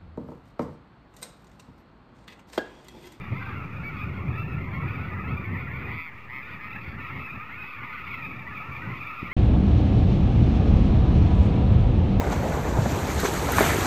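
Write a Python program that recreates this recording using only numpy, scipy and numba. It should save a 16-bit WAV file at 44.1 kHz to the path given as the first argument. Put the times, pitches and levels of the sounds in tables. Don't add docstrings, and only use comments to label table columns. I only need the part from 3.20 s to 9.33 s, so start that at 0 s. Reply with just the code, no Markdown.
import sys
import numpy as np
from scipy import signal
from scipy.fft import rfft, irfft
from scipy.io import wavfile
from scipy.ndimage import uniform_filter1d
from numba import njit

SR = 44100
rng = np.random.default_rng(int(sys.argv[2]) if len(sys.argv) > 2 else 0)


def master_out(mix):
    frames = np.transpose(np.atleast_2d(mix))
    ceiling = np.clip(frames, -1, 1)
    pcm = np.round(ceiling * 32767).astype(np.int16)
    wavfile.write(sys.argv[1], SR, pcm)


def decibels_to_gain(level_db):
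    exponent = np.asarray(level_db, float) / 20
    return 10 ** exponent


N = 270333


def level(x, db):
    return x * decibels_to_gain(db) / np.sqrt(np.mean(x ** 2))


def walk(rate_hz):
    hold = int(SR / rate_hz)
    steps = np.repeat(rng.standard_normal(N // hold + 1), hold)
    slewed = uniform_filter1d(uniform_filter1d(steps, hold), hold)
    return level(slewed[:N], 0)


def curves(table):
    s, *columns = np.transpose(table)
    return [np.interp(np.arange(N) / SR, s, c) for c in columns]


def colour(x, points):
    hz, db = np.transpose(points)
    bins_hz = np.maximum(np.arange(len(x) // 2 + 1) * SR / len(x), 1)
    gain_db = np.interp(np.log(bins_hz), np.log(hz), db)
    return irfft(rfft(x) * decibels_to_gain(gain_db), len(x))


@njit
def add(out, calls, gains, waver, flutter, edge, scoop):
    for c in range(len(calls)):
        start, n, place = int(calls[c, 0] * SR), int(calls[c, 1] * SR), int(calls[c, 5])
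        from_hz, to_hz, rough = calls[c, 2], calls[c, 3], calls[c, 4]
        phase = place * 1.
        for i in range(max(0, -start), min(n, out.shape[1] - start)):
            u, j = i / n, (place + i) % len(waver)
            bend = 1 - scoop * (np.exp(-i / edge) + np.exp((i - n) / edge) / 2)
            hz = (from_hz + u * (to_hz - from_hz)) * bend
            phase += 2 * np.pi / SR * hz * (1 + rough * waver[j])
            push = min(1., min(i, n - i) / edge) * flutter[j] ** rough
            for k in range(5):
                out[k, start + i] += push * gains[c, k] * np.sin((k + 1) * phase)


def sing(times, rough, partial_db, edge_s, scoop):
    waver = .03 * walk(50) + .022 * walk(400)
    flutter = decibels_to_gain(4.5 * walk(70) + 3.5 * walk(250))
    places = rng.random(len(times)) * N
    calls = np.column_stack([times, np.full(len(times), rough), places])
    out = np.zeros((5, N))
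    add(out, calls, np.sqrt(2) * decibels_to_gain(partial_db), waver, level(flutter, 0), edge_s * SR, scoop)
    return out


# time in seconds, rumble in dB.
GUSTS = [(0, -38), (.19, -39.5), (.7, -33), (1.37, -34.5), (1.55, -31), (1.8, -32), (1.9, -36), (2.08, -29),
         (2.32, -32.5), (2.37, -35.5), (2.77, -40), (2.83, -53.5), (3.84, -40.5), (4.22, -47.5),
         (4.45, -49.5), (5.1, -44.5), (5.3, -44), (6.13, -47)]
# centre in seconds, length in seconds, rumble change in dB.
EDDIES = [(0.126, 0.03, 14.5), (0.775, 0.075, -4), (0.87, 0.075, 2), (1.102, 0.071, 4.5), (1.3, .12, 2.5),
          (1.402, 0.057, 5), (2.26, .08, -5), (4.1, 0.22, 2.5), (4.52, 0.065, -9), (1.931, 0.051, 5.5),
          (2.938, 0.098, 3.5), (3.303, 0.17, 3.5), (3.883, 0.034, -4), (3.973, 0.075, 4.5),
          (4.075, 0.054, -11), (4.176, 0.022, 12), (4.63, 0.12, 5), (4.783, 0.094, -6), (5.1, 0.067, 5),
          (5.505, 0.069, 11.5), (5.694, 0.17, 12.5), (5.97, 0.07, -9), (6.057, 0.12, 9)]
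# frequency in Hz, density in dB per Hz.
WIND_SPECTRUM = [(12, -56), (20, -33), (27, -21.5), (48, -13), (76, -2), (129, -1), (177, -7), (342, -17.5),
                 (506, -25), (693, -28.5), (850, -28), (1100, -29), (1870, -120)]
# start in seconds, peak in dB, frequency in Hz.
BUFFETS = [
    (6.026, -21.5, 207),
    (6.04, -46, 121),
]


def wind():
    t = np.arange(N) / SR
    gust_db, = curves(GUSTS)
    eddy_db = sum(db * np.exp(-(2 * (t - s) / length) ** 2) for s, length, db in EDDIES)
    rumble_db = gust_db + eddy_db
    upper_db = -47 + .7 * (gust_db + 40.5) + .54 * eddy_db
    throb, parts = walk(18), np.zeros((2, N))
    noise = colour(rng.standard_normal(N), WIND_SPECTRUM)
    for hz in 28 * 2 ** np.arange(0, 5.1, .5):
        band = colour(noise, [(hz / 1.5, -40), (hz / 1.2, -3), (hz, 0), (hz * 1.2, -3), (hz * 1.5, -40)])
        parts[int(hz > 210)] += band * decibels_to_gain(1.2 * throb + 1.5 * walk(25))
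    out = level(parts[0], -.43) * decibels_to_gain(rumble_db) + level(parts[1], .07) * decibels_to_gain(upper_db)
    for s, peak_db, hz in BUFFETS:
        since_s = np.clip(t - s - .002, 0, None)
        swell = np.sin(np.pi * np.clip(since_s * hz / 1.15, 0, 1))
        out -= decibels_to_gain(peak_db + 1) * np.sin(2 * np.pi * hz * since_s) * swell
    return out


# frequency in Hz, density in dB per Hz.
SURF_SPECTRUM = [(250, -30), (400, -12), (750, -14), (1250, -3), (1620, -16), (2300, -4), (2750, -9),
                 (3100, -24), (5000, -31), (7800, -38)]


def surf():
    noise = colour(rng.standard_normal(N), SURF_SPECTRUM)
    return level(noise, -49.5) * decibels_to_gain(2.2 * walk(2.61))


# time in seconds, level in dB, shrillness (octaves over fundamentals) in dB.
CHORUS = [(0, -49.5, -1), (.3, -42.5, -4.5), (.45, -49.5, -5.5), (.8, -44, -2), (.97, -49.5, -6),
          (1.47, -47, 0.5), (1.67, -42.5, -3), (2.15, -46.5, -1.5), (2.7, -42, 0.5), (2.88, -46, 2),
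          (3.04, -53, -1), (3.12, -44.5, 3), (3.9, -41.5, -1), (4.11, -45.5, -1), (4.88, -42.5, -0.5),
          (5.12, -47, 0), (5.58, -44.5, -5.5), (6.13, -45.5, 0.5)]
# frequency in Hz, gain in dB.
THROAT = [(600, 12), (1000, -15), (1260, -3.5), (1600, 4.5), (2000, -3), (2450, 0), (2750, -7.5),
          (3100, -17.5), (3600, -19.5), (5500, -33.5)]
# frequency in Hz, gain in dB.
BEAK = [(2650, 0), (2950, -7), (3400, 0), (4100, -6), (4750, 3), (5250, 1), (5700, -10)]
# 3rd, 4th and 5th partial below the octave in dB.
OVERTONES_DB = [-22, -25, -39]


def chorus(count=1100):
    start, length = rng.random((count, 2)).T
    pitch, glide, loud, shrill = rng.standard_normal((count, 4)).T
    hz = 1150 * np.exp(.14 * np.clip(pitch, -1.5, 1.7))
    bend = .07 * np.clip(glide, -1.6, 1.6)
    times = np.column_stack([start * N / SR - .05, .04 + .13 * length, hz * (1 - bend), hz * (1 + bend)])
    tilt_db = 2.7 * shrill[:, None] * [-1, 1, 1, 1, 1]
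    partial_db = .82 * loud[:, None] + tilt_db + ([0, 0] + OVERTONES_DB)
    rows = sing(times, .6, partial_db, .018, .2)
    overtones = colour(rows[2:].sum(axis=0), BEAK)
    layers = [colour(row, THROAT) for row in (rows[0], rows[1], overtones)]
    low, octave, top = (row / np.sqrt(uniform_filter1d(row ** 2, SR // 10)) for row in layers)
    level_db, shrill_db = curves(CHORUS)
    low_db = level_db - shrill_db / 2 - 2.5
    octave_db = level_db + shrill_db / 2
    top_db = -56 + octave_db + 44.5
    return low * decibels_to_gain(low_db) + octave * decibels_to_gain(octave_db) + top * decibels_to_gain(top_db)


def cliff(x):
    t60_s, tail_db, gap_s = .2, -12, .012
    t = np.arange(SR // 2) / SR
    tail = rng.standard_normal(len(t)) * decibels_to_gain(-60 * t / t60_s) * (t > gap_s)
    return x + decibels_to_gain(tail_db) * signal.fftconvolve(x, tail / np.linalg.norm(tail))[:N]


# peak time in seconds, peak in dB, octave in Hz.
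YELPS = [(0.169, -34, 2150), (0.2149, -34.5, 2075), (0.7811, -34.5, 2576), (0.9812, -41, 2250),
         (1.6776, -36, 2497), (1.7195, -37, 2380), (2.0797, -34, 2106), (2.1695, -31, 2396),
         (2.2498, -33, 2220), (2.4753, -33, 1970), (2.5541, -44, 2295), (2.6803, -35, 2030),
         (3.472, -37, 1870), (3.6611, -41, 2160), (3.8452, -35, 2440), (3.9624, -34.5, 2260),
         (4.0547, -41, 2400), (4.0856, -34, 2460), (4.3231, -39, 2144), (4.6204, -43, 2073),
         (4.8708, -35, 2213), (5.0215, -32, 2444), (5.0529, -36, 2403), (5.1098, -37, 2310),
         (5.2679, -31, 1987), (5.3752, -36, 2312), (5.5593, -37, 2220), (5.8252, -34, 2366),
         (6.054, -32, 2350), (6.116, -27, 2170)]


def yelps():
    s, peak_db, octave_hz = np.transpose(YELPS)
    times = np.column_stack([s - .004, np.full(len(s), .024), octave_hz * .49, octave_hz * .51])
    partial_db = peak_db[:, None] + [-16, -6, -32, -40, -55]
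    return sing(times, .25, partial_db, .007, .04).sum(axis=0)


# start and length in seconds, start and end pitch in Hz, octave in dB.
WHISTLES = [
    (.632, .068, 1135, 1148, -37.5),
    (1.525, .045, 1040, 1115, -45),
    (1.676, .036, 1000, 1200, -46),
    (2.078, .045, 1000, 1170, -44),
    (5.7, .04, 990, 1105, -56),
    (5.768, .035, 1155, 1165, -50),
    (6.088, .05, 920, 1095, -42),
]


def whistles():
    rows = np.array(WHISTLES)
    octave_db = rows[:, 4]
    pure = (rows[:, 1] > .066) & (rows[:, 3] < 1.05 * rows[:, 2])
    third_db = octave_db - 13 - 20 * pure
    fourth_db = octave_db - 23 - 6 * pure
    partial_db = np.column_stack([octave_db - 18, octave_db, third_db, fourth_db, octave_db - 45])
    return sing(rows[:, :4], .08, partial_db, .006, .03).sum(axis=0)


# start and length in seconds, start and end pitch in Hz, octave in dB.
SWEEPS = [(.75, .085, 1060, 1200, -49), (.97, .04, 1070, 1100, -48), (1.12, .05, 1080, 1190, -50),
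          (1.17, .07, 1160, 1190, -49), (1.72, .035, 1190, 1190, -49), (1.755, .05, 975, 1090, -51),
          (1.835, .04, 1135, 1105, -49), (4.295, .035, 920, 1080, -47), (5.742, .028, 990, 1150, -46),
          (5.768, .035, 1155, 1165, -47), (5.93, .03, 1170, 1230, -49), (5.975, .02, 1220, 1170, -47),
          (3.8, .05, 1120, 1130, -49)]
# start and length in seconds, start and end pitch in Hz, octave in dB.
THIN_GLIDES = [(5.698, .038, 975, 1105, -44), (1.555, .045, 1110, 1135, -45), (1.52, .075, 960, 1030, -47),
               (1.615, .06, 990, 1005, -45), (1.69, .08, 1190, 1160, -47), (1.4, .06, 1010, 1060, -47),
               (.78, .075, 1270, 1240, -47), (.435, .035, 1200, 1210, -46), (.52, .03, 1225, 1215, -48),
               (.59, .04, 1190, 1330, -47), (1.28, .07, 1310, 1280, -47)]
# start and length in seconds, start and end pitch in Hz, level in dB.
HELD = [
    (1.585, .075, 1270, 1340, -46),
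    (1.78, .085, 1345, 1320, -46),
    (1.71, .055, 1290, 1240, -46),
    (5.86, .1, 1230, 1265, -47),
    (1.3, .12, 1330, 1300, -50),
    (1.42, .12, 1150, 1200, -51),
    (1.05, .1, 1180, 1210, -49),
    (.7, .07, 1330, 1290, -49),
    (.55, .04, 1300, 1230, -48),
]
SWEEP_PARTIALS_DB = [-14, 0, -15, -26, -36]
THIN_PARTIALS_DB, HELD_PARTIALS_DB = [-14, 0, -27, -28, -34], [0, -12, -32, -42, -50]


def sweeps():
    rows = np.array(SWEEPS + THIN_GLIDES + HELD)
    voices = [SWEEP_PARTIALS_DB, THIN_PARTIALS_DB, HELD_PARTIALS_DB]
    partial_db = np.repeat(voices, [len(SWEEPS), len(THIN_GLIDES), len(HELD)], axis=0)
    return sing(rows[:, :4], .25, rows[:, 4:] + partial_db, .01, .02).sum(axis=0)


# start and length in seconds, start and end pitch in Hz, octave in dB.
TRILLS = [(0.835, .17, 1120, 1058, -47), (1.02, 0.076, 1050, 1000, -50), (1.123, 0.075, 794, 998, -45),
          (1.103, 0.11, 1235, 1258, -49.5), (1.218, 0.16, 1330, 1300, -51), (2.197, 0.076, 990, 990, -47),
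          (2.231, 0.073, 1164, 1027, -43.5), (2.3, 0.14, 1020, 1044, -45), (2.36, 0.094, 1150, 1100, -44),
          (2.581, .09, 1150, 1200, -48), (.9, 0.11, 1280, 1246, -61), (1.378, 0.11, 1008, 1037, -47),
          (1.803, 0.15, 1134, 1106, -49.5), (3.217, 0.11, 1183, 1130, -53), (0.019, .14, 1146, 1220, -51),
          (0.342, 0.11, 997, 1276, -49), (0.496, 0.11, 1247, 1200, -52), (2.93, 0.097, 1206, 1138, -54),
          (2.464, 0.066, 950, 1015, -45.5), (2.499, .1, 1083, 1176, -42.5), (3.493, 0.14, 1266, 1296, -46),
          (3.619, .08, 1173, 1163, -46), (4.09, 0.079, 1250, 1250, -45), (4.285, 0.078, 867, 1162, -44),
          (4.419, 0.17, 1260, 1157, -49), (4.601, 0.19, 1050, 990, -44.5), (4.901, .055, 1198, 1030, -38),
          (4.943, 0.081, 1310, 1185, -43), (5.012, .23, 1203, 1165, -44.5), (5.25, 0.047, 849, 1047, -43),
          (5.307, 0.04, 808, 960, -42), (5.341, 0.1, 1259, 1110, -42), (5.489, .11, 1230, 1100, -46.5),
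          (5.609, 0.18, 961, 1038, -43), (5.8, 0.083, 1233, 1150, -42), (5.872, .15, 1264, 1233, -47),
          (6.031, .06, 1004, 1210, -45)]
# start and length in seconds, start and end pitch in Hz, octave in dB.
OPEN_TRILLS = [(0, 0.064, 1200, 1206, -47.5), (.26, .07, 1210, 1176, -54), (.52, 0.065, 1200, 1270, -54),
               (0.744, .11, 1080, 1226, -50), (.93, .075, 1100, 1090, -48), (1.121, .1, 1150, 1200, -51),
               (2.7, 0.08, 1050, 1170, -47), (3.089, 0.11, 1130, 1174, -51), (3.22, 0.11, 1220, 1157, -52),
               (3.501, 0.065, 1200, 1220, -50), (4.295, .075, 980, 1150, -47),
               (4.559, 0.066, 1070, 1130, -52), (5.1, .13, 1180, 1200, -50), (5.529, .07, 1080, 1140, -48),
               (5.82, .1, 1180, 1197, -51), (5.941, .12, 1200, 1190, -53)]
TRILL_PARTIALS_DB = [-12, 0, -23, -33, -45]
OPEN_BEAK_DB = [0, 0, 9, 8, 5]


def trills():
    throb_hz, depth_db, swing = 35.87, 3, .036
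    out = np.zeros(N)
    pitch_rasp, level_rasp, throb_drift = walk(300), walk(200), walk(40)
    open_partials_db = np.add(TRILL_PARTIALS_DB, OPEN_BEAK_DB)
    calls = [(row, TRILL_PARTIALS_DB) for row in TRILLS] + [(row, open_partials_db) for row in OPEN_TRILLS]
    for (s, length, from_hz, to_hz, octave_db), partials_db in calls:
        t = np.arange(int(min(length, N / SR - s) * SR)) / SR
        span = slice(int(s * SR), int(s * SR) + len(t))
        throb = 2 * np.pi * np.cumsum(throb_hz * (1 + .1 * throb_drift[span])) / SR
        glide_hz = np.interp(t, [0, length], [from_hz, to_hz])
        hz = glide_hz * (1 + swing * np.sin(throb) + .018 * pitch_rasp[span])
        phase = 2 * np.pi * np.cumsum(hz) / SR
        voice = sum(decibels_to_gain(db) * np.sin(k * phase) for k, db in enumerate(partials_db, start=1))
        push_db = octave_db - depth_db * np.cos(throb) + 3 * level_rasp[span]
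        out[span] += voice * decibels_to_gain(push_db) * np.clip(np.minimum(t, length - t) / .01, 0, 1)
    return out


# start and length in seconds, start and end pitch in Hz, level in dB.
DEEP_CALLS = [(.212, 0.077, 1038, 1255, -49), (0.242, 0.063, 1177, 1220, -41), (.264, 0.041, 932, 814, -46),
              (0.311, 0.15, 1387, 1272, -45.5), (0.987, 0.17, 1096, 1334, -46),
              (1.196, 0.028, 1247, 1290, -43), (1.6, 0.02, 1303, 1405, -50),
              (1.901, 0.13, 1213, 1203, -42.5), (1.988, .16, 1282, 1298, -40),
              (2.039, 0.053, 1337, 1415, -45), (3.796, 0.13, 1176, 1334, -48),
              (4.144, 0.099, 1125, 1318, -44), (4.584, 0.051, 1274, 1190, -40),
              (4.605, 0.051, 1470, 1463, -43.5), (4.615, .14, 1205, 1210, -44),
              (4.827, 0.052, 1356, 1428, -46.5), (5.149, 0.026, 1370, 1270, -53),
              (5.402, 0.038, 1254, 1368, -39), (5.437, 0.049, 1350, 1387, -42.5),
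              (5.969, 0.13, 1353, 1206, -43), (1.279, 0.14, 1350, 1346, -56),
              (2.742, 0.08, 1264, 1287, -45.5), (1.632, 0.015, 978, 970, -41.5),
              (5.283, 0.079, 1128, 1307, -40.5), (1.0, 0.086, 1180, 1200, -48),
              (5.039, 0.17, 1264, 1300, -53), (4.7, 0.068, 1196, 1210, -45.5),
              (5.899, 0.11, 1280, 1232, -43)]
# start and length in seconds, start and end pitch in Hz, level in dB.
FULL_CALLS = [(0.125, 0.095, 910, 1083, -48.5), (0.444, .023, 1186, 1250, -48),
              (0.765, 0.093, 1297, 1207, -43), (1.134, 0.1, 1205, 1355, -41.5),
              (1.459, 0.21, 994, 1130, -46.5), (1.67, 0.12, 1303, 1251, -46.5),
              (3.437, 0.093, 1257, 1318, -45.5), (2.051, 0.079, 859, 1370, -44.5),
              (2.173, 0.088, 1203, 1106, -45.5), (2.249, .11, 1080, 1110, -47),
              (3.125, 0.06, 1246, 1260, -46), (3.404, 0.084, 1244, 1254, -45), (4.2, 0.1, 1262, 1250, -46),
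              (4.511, 0.13, 1280, 1033, -46.5), (4.738, 0.085, 1270, 1276, -45.5),
              (4.924, 0.065, 1453, 1270, -44.5), (4.966, 0.18, 1227, 1313, -49.5),
              (5.287, 0.11, 1130, 1366, -49), (5.676, 0.067, 1020, 1080, -47.5),
              (5.746, .11, 1216, 1388, -47), (5.871, 0.15, 1293, 1236, -42.5), (.8, 0.096, 1260, 1203, -51),
              (1.223, 0.078, 1350, 1340, -56.5), (5.433, 0.051, 1300, 1340, -54)]
# start and length in seconds, start and end pitch in Hz, level in dB.
SHRILL_CALLS = [(0.201, 0.13, 772, 810, -44.5), (1.283, 0.073, 1320, 1233, -43),
                (1.895, 0.12, 999, 919, -43), (1.97, 0.049, 1033, 1026, -39.5),
                (2.323, 0.037, 947, 1013, -39), (2.345, 0.066, 863, 1100, -40),
                (2.485, 0.085, 998, 1194, -42.5), (2.593, 0.054, 1119, 1080, -47),
                (2.6, 0.067, 1188, 1256, -44.5), (2.671, 0.13, 999, 1031, -40.5),
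                (3.805, 0.16, 1141, 1047, -43.5), (3.947, 0.13, 1031, 1042, -47),
                (3.956, 0.08, 1170, 1177, -46), (3.991, 0.15, 1308, 1243, -43),
                (4.327, 0.056, 1073, 1323, -41), (4.379, 0.14, 1240, 1256, -40),
                (4.594, 0.064, 1092, 984, -54), (4.633, .14, 1141, 1152, -48),
                (4.873, 0.0775, 1154, 1117, -41.5), (4.934, 0.092, 1053, 932, -44),
                (5.021, 0.048, 1178, 1255, -36.5), (5.373, 0.042, 1184, 1169, -42.5),
                (5.51, 0.069, 1237, 1156, -43.5), (5.801, 0.11, 1248, 1136, -40.5)]


def near_birds():
    rows = np.array(DEEP_CALLS + FULL_CALLS + SHRILL_CALLS)
    voices_db = [(0, -5), (0, 0), (-9.5, 0)]
    counts = [len(DEEP_CALLS), len(FULL_CALLS), len(SHRILL_CALLS)]
    low_db, octave_db = rows[:, 4] + np.repeat(voices_db, counts, axis=0).T
    times = rows[:, :4] + [-.006, .01716, 0, 0]
    partial_db = np.column_stack([low_db, octave_db, octave_db - 23, octave_db - 35, octave_db - 45])
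    return decibels_to_gain(-1.5) * sing(times, .62, partial_db, .012, .05).sum(axis=0)


# start and length in seconds, octave in dB and in Hz at full effort, swell in dB.
SQUAWKS = [
    (2.66, .265, -38, 2296, 9),
    (3.07, .165, -37, 2100, 10),
    (3.39, .14, -41, 2070, 3),
    (3.595, .18, -46.5, 2230, 3),
]
# voice cycles per rattle pulse, then fundamental, third and higher partials in dB.
RATTLES = [(7, -12, -19.5, -29), (8, -11, -20, -28), (5, -12, -17, -23), (5, -9, -13, -18.5)]
# pitch sag per dB while rising and while falling, roughness 0-1.
SAGS = [(.0125, .029, .26), (.017, .008, .3), (.014, .014, .5), (.014, .02, .45)]


def squawks():
    out, t = np.zeros(N), np.arange(N) / SR
    peak_share = .63
    for squawk, rattle, sag in zip(SQUAWKS, RATTLES, SAGS):
        s, length, peak_db, peak_hz, swell_db = squawk
        cycles, low_db, third_db, top_db = rattle
        rise, fall, rough = sag
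        u = np.clip((t - s) / length, 0, 1) - peak_share
        slack_db = swell_db * np.abs(u / np.where(u < 0, peak_share, 1 - peak_share)) ** 2.4
        octave_db = peak_db - slack_db
        octave_hz = peak_hz * (1 - np.where(u < 0, rise, fall) * slack_db)
        waver = 1 + rough * (.008 * walk(60) + .013 * walk(300))
        phase = np.pi * np.cumsum(octave_hz * waver) / SR
        rattle_phase = phase / cycles + rough * (walk(30) + walk(140))
        chop = decibels_to_gain(5 * rough * walk(120)) * np.exp((1.7 - .5j) * np.cos(rattle_phase))
        partials_db = [low_db, 0, third_db, top_db, top_db - 8]
        voice = sum(decibels_to_gain(db) * np.exp(1j * k * phase) for k, db in enumerate(partials_db, start=1))
        gate = np.clip(np.minimum(t - s, s + length - t) / .022, 0, 1)
        out += level((chop * voice).imag, 0) * decibels_to_gain(octave_db) * gate
    return out


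def hush():
    t = np.arange(N) / SR
    squawking = sum((t > s + length - min(length, .17)) & (t < s + length) for s, length, *_ in SQUAWKS)
    return decibels_to_gain(-5 * uniform_filter1d(1. * squawking, SR // 30))


def scene():
    background = wind() + hush() * (chorus() + surf())
    clear_birds = cliff(trills() + sweeps())
    harsh_birds = colour(near_birds() + squawks(), BEAK)
    return (background + clear_birds + cliff(harsh_birds + whistles() + yelps()))[None]


# frequency in Hz, level in dB.
CAMERA_WHINE = (6667, -86)


def roll_off(x):
    return signal.sosfilt(signal.butter(12, 15680, fs=SR, output="sos"), x)


def record(dry):
    t = np.arange(N) / SR
    whine_hz, whine_db = CAMERA_WHINE
    x = dry[0] + decibels_to_gain(whine_db) * np.sin(2 * np.pi * whine_hz * t) - .0048
    slow = signal.resample_poly(x, 160, 441)
    slope = uniform_filter1d(np.abs(np.gradient(slow)), size=24)
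    slow = slow + (decibels_to_gain(-45) * slope + decibels_to_gain(-76)) * rng.standard_normal(len(slow))
    joined = np.interp(np.arange(3 * len(slow)) / 3, np.arange(len(slow)), slow)
    joined = signal.resample_poly(joined, 147, 160)[:N]
    joined = joined + decibels_to_gain(-53) * np.exp(-t / .001) * rng.standard_normal(N)
    mix = colour(joined, [(9000, 0), (12000, -2), (15000, -3)])[None]
    return roll_off(mix)


dry = scene()
out = record(dry)
master_out(out)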